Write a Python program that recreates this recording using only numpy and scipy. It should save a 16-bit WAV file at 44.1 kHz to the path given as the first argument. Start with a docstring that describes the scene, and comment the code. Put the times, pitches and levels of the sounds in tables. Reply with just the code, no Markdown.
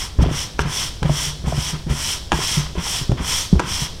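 """On a kitchen counter, a plastic tub is pushed to and fro, heard up close and in mono.
Its base scrapes and its dry contents swish along the wall with every stroke. At the turns the tub
rocks and knocks, its lid booms, and now and then the rim clacks.
The echo of a small room and a low hum lie behind."""
import sys
import numpy as np
from scipy import signal
from scipy.fft import rfft, irfft
from scipy.io import wavfile
from scipy.ndimage import map_coordinates

SR = 44100
rng = np.random.default_rng(int(sys.argv[2]) if len(sys.argv) > 2 else 0)


def generate_wav(signal):
    """Clip the signal to [-1, 1] and save it as 16-bit WAV at the path in sys.argv[1]."""
    frames = np.transpose(np.atleast_2d(signal))
    scaled = np.clip(frames, -1, 1) * 32767
    pcm = np.round(scaled).astype(np.int16)
    wavfile.write(sys.argv[1], SR, pcm)


N = 176400
T = np.arange(N) / SR  # time in the scene, in seconds
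HIT_T = np.arange(SR // 2) / SR  # time since a hit, in seconds


def amp(db):
    """Turns decibels into a number to multiply a sound by."""
    return 10 ** (np.asarray(db) / 20)


def unit(x):
    """Scales a signal to an average power of one."""
    return x / np.sqrt(np.mean(x ** 2) + 1e-20)


def add(mix, start_s, sound):
    """Mixes a sound in at the given time."""
    part = mix[max(round(start_s * SR), 0):][:len(sound)]
    part += sound[:len(part)]


def colour(x, points):
    """Turns frequencies up or down along a curve of points: f/Hz, level/dB."""
    hz, db = np.transpose(points)
    f = np.fft.rfftfreq(len(x), 1 / SR)
    return irfft(rfft(x) * amp(np.interp(np.log(f + 1), np.log(hz), db)), len(x))


def wobble(hz):
    """A random wavering, mostly slower than the given rate."""
    f = np.fft.rfftfreq(N, 1 / SR)
    return unit(irfft(rfft(rng.standard_normal(N)) / (1 + (f / hz) ** 2), N))


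def fade(t60):
    """Dies away by 60 dB in t60 seconds."""
    return np.exp(-np.log(1000) * HIT_T / t60)


def hit_shape(t60, attack_s):
    """The strength of a hit: it rises quickly, then dies away."""
    return fade(t60) * (1 - np.exp(-HIT_T / attack_s))


def tone(hz, t60, attack_s):
    """One dying vibration of something struck."""
    return np.sin(2 * np.pi * hz * HIT_T) * hit_shape(t60, attack_s)


def grains(per_second=14000, spread_db=0.5):
    """A dense stream of tiny contacts of uneven size."""
    size = amp(spread_db * np.minimum(rng.exponential(1, N), 5))
    return size * rng.standard_normal(N) * (rng.random(N) < per_second / SR)


def background(noise_db=-32, hum_hz=59.3, hum_db=-40.5):
    """Low room rumble, faint hiss and the hum of mains power."""
    # tone colour of the rumble and hiss: f/Hz, level/dB
    noise_colour = [(15, 5), (30, -3), (62, 0), (150, -10), (250, -18), (600, -22), (1200, -31),
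                    (2000, -32.5), (5000, -35.5), (9000, -42.5), (16000, -55)]
    noise = unit(colour(rng.standard_normal(N), noise_colour))
    hum = np.sqrt(2) * np.sin(2 * np.pi * hum_hz * T)
    return amp(noise_db) * noise + amp(hum_db) * hum


def scrape(rise_s=0.018, brake_s=0.15, judder_db=1.75):
    """The tub's base skids: each push starts quickly, keeps its speed and brakes to a stop."""
    # pushes across the counter: start/s, stop/s, level/dB
    pushes = [(-.2, 0.167, -33), (0.184, 0.558, -33), (0.58, 0.982, -32.5), (1.03, 1.406, -32.5),
              (1.441, 1.864, -34.5), (1.872, 2.257, -32), (2.308, 2.745, -30), (2.747, 3.129, -32),
              (3.165, 3.524, -31), (3.577, 3.988, -32.5)]
    # dull tone colour of the base rubbing on the counter: f/Hz, level/dB
    scrape_colour = [(100, 12), (330, -1.5), (620, -2.5), (850, 2.5), (1000, 9), (1150, 3), (1320, 4.5),
                     (1650, 0.5), (1950, 1.5), (2600, -2.5), (3300, 2), (3900, -13), (5300, -8.5),
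                     (7000, -20), (16000, -36)]
    level = np.zeros(N)
    for start, stop, db in pushes:
        starting = np.clip((T - start) / rise_s, 0, 1)
        braking = np.clip((stop - T) / brake_s, 0, 1) ** 1.51
        level += amp(db) * starting * braking
    return level * unit(colour(grains(), scrape_colour)) * amp(judder_db * wobble(hz=35))


def contents(trickle_db=-9.5, settle_s=0.049, flutter_db=0.33):
    """Grains slide on the wall: a ringing swish with fizz on top, then a thin trickle as they settle."""
    # long slides and short jolts: fastest moment/s, rise/s, fall/s, level/dB, fizz against level/dB
    slides = [(.005, .05, .064, -29, -5.5), (0.227, 0.012, 0.012, -33.5, -6.5),
              (.403, 0.074, 0.052, -27.5, -6), (0.616, 0.022, 0.01, -33, -7), (0.807, 0.1, .071, -25, -6),
              (1.244, 0.12, 0.058, -25.5, -5.5), (1.485, .02, 0.044, -36.5, -5),
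              (1.69, 0.13, 0.034, -27, -6.5), (1.915, 0.02, 0.14, -37, -3), (2.109, 0.13, 0.056, -25, -4.5),
              (2.351, 0.017, .057, -34, -2), (2.507, .11, 0.097, -22.5, -7), (2.94, 0.11, 0.078, -25, -5),
              (3.342, 0.089, 0.099, -22.5, -5), (3.748, 0.071, 0.077, -25.5, -7),
              (3.83, 0.036, 0.036, -27, -6)]
    # tone colours of the sliding grains, their bright fizz and their trickle: f/Hz, level/dB
    swish_colour = [(500, -31.5), (1500, -20), (2000, -7.5), (2750, -7), (3100, 1.5), (3350, 1.5),
                    (3750, -9), (4500, -9.5), (5050, -4.5), (5350, 3), (5750, 1.5), (6300, -4),
                    (7000, -33.5), (16000, -50)]
    fizz_colour = [(3000, -37), (5500, -8.5), (6900, -1.5), (8200, -0.5), (9700, -4), (11200, -13),
                   (12500, -11), (14000, -16), (16000, -25)]
    trickle_colour = [(2500, -7), (3300, 3), (4800, 3), (7500, -8), (16000, -27.5)]
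    swish_power, fizz_power = np.zeros((2, N))
    for t, rise, fall, db, fizz_db in slides:
        from_peak = abs(T - t) / np.where(T < t, rise, fall)
        power = (amp(db) * np.exp(-(from_peak / 1.043) ** 2.64)) ** 2  # a round-topped swell
        swish_power += power
        fizz_power += power * amp(fizz_db) ** 2
    lag = np.exp(-1 / (settle_s * SR))  # the trickle trails behind the swish
    trickle_power = amp(trickle_db) ** 2 * signal.lfilter([1 - lag], [1, -lag], swish_power)
    # the swish's pitches wander by about 1.2 % as the heap shifts
    position = np.arange(N) + np.cumsum(0.012 * wobble(hz=5))
    wandering = map_coordinates(colour(grains(), swish_colour), [position], mode="mirror")
    swish = np.sqrt(swish_power) * unit(wandering)
    fizz = np.sqrt(fizz_power) * unit(colour(grains(), fizz_colour))
    trickle = np.sqrt(trickle_power) * unit(colour(grains(), trickle_colour))
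    return (swish + fizz + trickle) * amp(flutter_db * wobble(hz=43.7))


def bumps():
    """The rocking tub heaves on the counter with a deep note, its lid booms and its wall thuds."""
    # bumps of the tub: t/s, heave/dB, boom/dB, boom f/Hz, boom fade time/s
    bump_times = [(0.187, 5, -10.5, 107.4, 0.29), (0.22, 0, -0.5, 153, 0.068), (0.261, 0.5, -14, 153, 0.25),
                  (.31, -19, -13, 146, 0.14), (.596, -4, -18.5, 152, 0.37), (.651, -7, -12, 148.8, 0.26),
                  (1.021, -7.5, -12.5, 135, 0.088), (1.047, -8.5, -6.5, 147.6, 0.14),
                  (1.093, -4.5, -7.5, 144, 0.23), (1.264, -38, -21, 147.3, 0.46),
                  (1.439, -9.5, -15.5, 150, 0.067), (1.47, -4, -8, 140, 0.084),
                  (1.523, -10, -15.5, 149, 0.35), (1.577, -8.5, -10.5, 138, 0.095),
                  (1.73, -13, -18.5, 151.4, 0.27), (1.865, -10, -16.5, 155.5, .19),
                  (1.899, -2, -9, 142.5, 0.21), (2.335, -6, -15, 153, 0.24), (2.57, -10, -7.5, 146.5, 0.23),
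                  (2.774, -6.5, -13, 169.5, 0.12), (3.014, -17, -10.5, 128, 0.051),
                  (3.094, -13, 3.5, 126, 0.029), (3.114, -4, -4, 132, 0.08),
                  (3.201, -7.5, -15.5, 171, 0.073), (3.528, -0.5, 4, 177, 0.056),
                  (3.553, 4, -14.5, 130, 0.069), (3.818, -23, -12.5, 142.3, 0.095)]
    out = np.zeros(N)
    for t, heave_db, boom_db, hz, t60 in bump_times:
        heave = amp(heave_db) * tone(hz=64.1, t60=0.092, attack_s=0.0081)
        boom = amp(boom_db) * tone(hz, t60, attack_s=0.0019)
        # the wall gives no more under the heaviest bumps, so the thud has a top level
        thud_db = min((heave_db + boom_db) / 2 - 13.5, -16)
        add(out, t, heave + boom + thud(thud_db))
    return out


def thud(db, cutoff_hz=240):
    """The wall's many low vibrations blur into one short, dead thud."""
    low_noise = signal.lfilter(*signal.butter(2, cutoff_hz, fs=SR), rng.standard_normal(len(HIT_T)))
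    shape = hit_shape(t60=0.14, attack_s=0.00088)
    burst = low_noise * shape
    return amp(db) * np.linalg.norm(shape) * burst / np.linalg.norm(burst)


def knocks():
    """The wall rings hollow for a few cycles, at a pitch set by the place that is hit."""
    # knocks on the wall: t/s, level/dB, f/Hz
    knock_times = [(.208, -12.5, 870), (.224, -14, 444), (.239, -6.5, 707), (0.26, -6, 364),
                   (.287, -11.5, 660), (0.312, -8.5, 294), (1.055, -12, 520), (1.094, -4, 640),
                   (1.478, -14, 810), (1.523, -5.5, 670), (1.903, -18, 410), (2.389, -9.5, 413),
                   (2.754, -11, 386), (2.867, -13.5, 850), (3.097, -22.5, 440), (3.117, -6.5, 563)]
    # the wall's vibrations: multiple of the knock's pitch, level/dB
    wall_tones = [(.58, -10), (1, -0.5), (1.45, -8.5)]
    out = np.zeros(N)
    for t, db, hz in knock_times:
        for multiple, tone_db in wall_tones:
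            add(out, t, amp(db + tone_db) * tone(hz * multiple, t60=0.019, attack_s=0.0017))
    return out


def clacks():
    """Hard plastic meets plastic: a brief snap and the ring of the rim."""
    # clacks of the rim: t/s, ring/dB, snap/dB, favoured f/Hz
    clack_times = [(0.5917, -4.5, -6, 1600), (0.595, -13, -12.5, 1410), (1.029, -15, -7.5, 850),
                   (2.319, -4, -2, 960), (2.329, -5, -7, 910), (3.117, -23, -12.5, 700),
                   (3.595, -6.5, -5, 1070), (3.6, -8, -6.5, 900)]
    # tone colour of the snap: f/Hz, level/dB
    snap_colour = [(200, 10), (1000, -3), (1650, 2.5), (2000, -8), (3200, 1), (4200, -12.5), (6200, -11),
                   (9000, -19), (16000, -46)]
    out = np.zeros(N)
    for t, ring_db, snap_db, hz in clack_times:
        noise = unit(colour(rng.standard_normal(len(HIT_T)), snap_colour))
        snap = noise * hit_shape(t60=0.023, attack_s=0.00034)
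        add(out, t, (amp(ring_db) * rim_ring(hz) + amp(snap_db) * snap) / 2)
    return out


def rim_ring(favoured_hz, drop_db_per_octave=7, detune=0.029):
    """The rim rings with several tones; the place that is struck favours those near one pitch."""
    # the rim's vibrations: f/Hz, level/dB, fade time/s
    rim_tones = [(368, 6, 0.042), (724, -10, .03), (870, -3, 0.054), (971, -2.5, 0.054), (1104, -4, 0.024),
                 (1320, -11, 0.043), (1380, -5.5, .035), (1640, -3.5, 0.036), (2400, -3, 0.013)]
    out = np.zeros(len(HIT_T))
    for hz, db, t60 in rim_tones:
        direction, pitch_shift = rng.standard_normal(2)
        level = amp(db - drop_db_per_octave * abs(np.log2(hz / favoured_hz)))
        out += np.sign(direction) * level * tone(hz * (1 + detune * pitch_shift), t60, attack_s=0.00014)
    return out


def room(x, build_up_s=0.015):
    """The kitchen's short echo, with a bright part that lingers a little longer."""
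    noise = rng.standard_normal(len(HIT_T))
    broad = colour(noise, [(60, 0), (250, 5.0), (2500, 6.0), (8000, 6.5)]) * fade(t60=0.61)
    bright = colour(noise, [(1500, -43), (3000, 3), (6000, -1), (16000, -26)]) * fade(t60=0.81)
    echo = (broad + bright) * np.clip(HIT_T / build_up_s, 0, 1) ** 2
    return signal.fftconvolve(x, echo / np.linalg.norm(echo))[:N]


def scene():
    """The tub in its room, the same in both channels."""
    rubs = contents() + scrape()
    hits = bumps() + knocks()
    rim = clacks()
    echo = room(amp(-14) * rubs + amp(-9.5) * hits + amp(-7.5) * rim)
    mono = rubs + hits + rim + echo + background()
    return np.array([mono, mono])


def record(dry):
    """Trims away the deepest rumble (below 12 Hz) and the highest treble (above 15950 Hz)."""
    trimmed = signal.lfilter(*signal.butter(1, 12, "high", fs=SR), dry)
    treble_cut = signal.firwin(1023, 15950, window=("kaiser", 9), fs=SR)
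    return signal.oaconvolve(trimmed, treble_cut[None], "same")


dry = scene()
out = record(dry)
generate_wav(out)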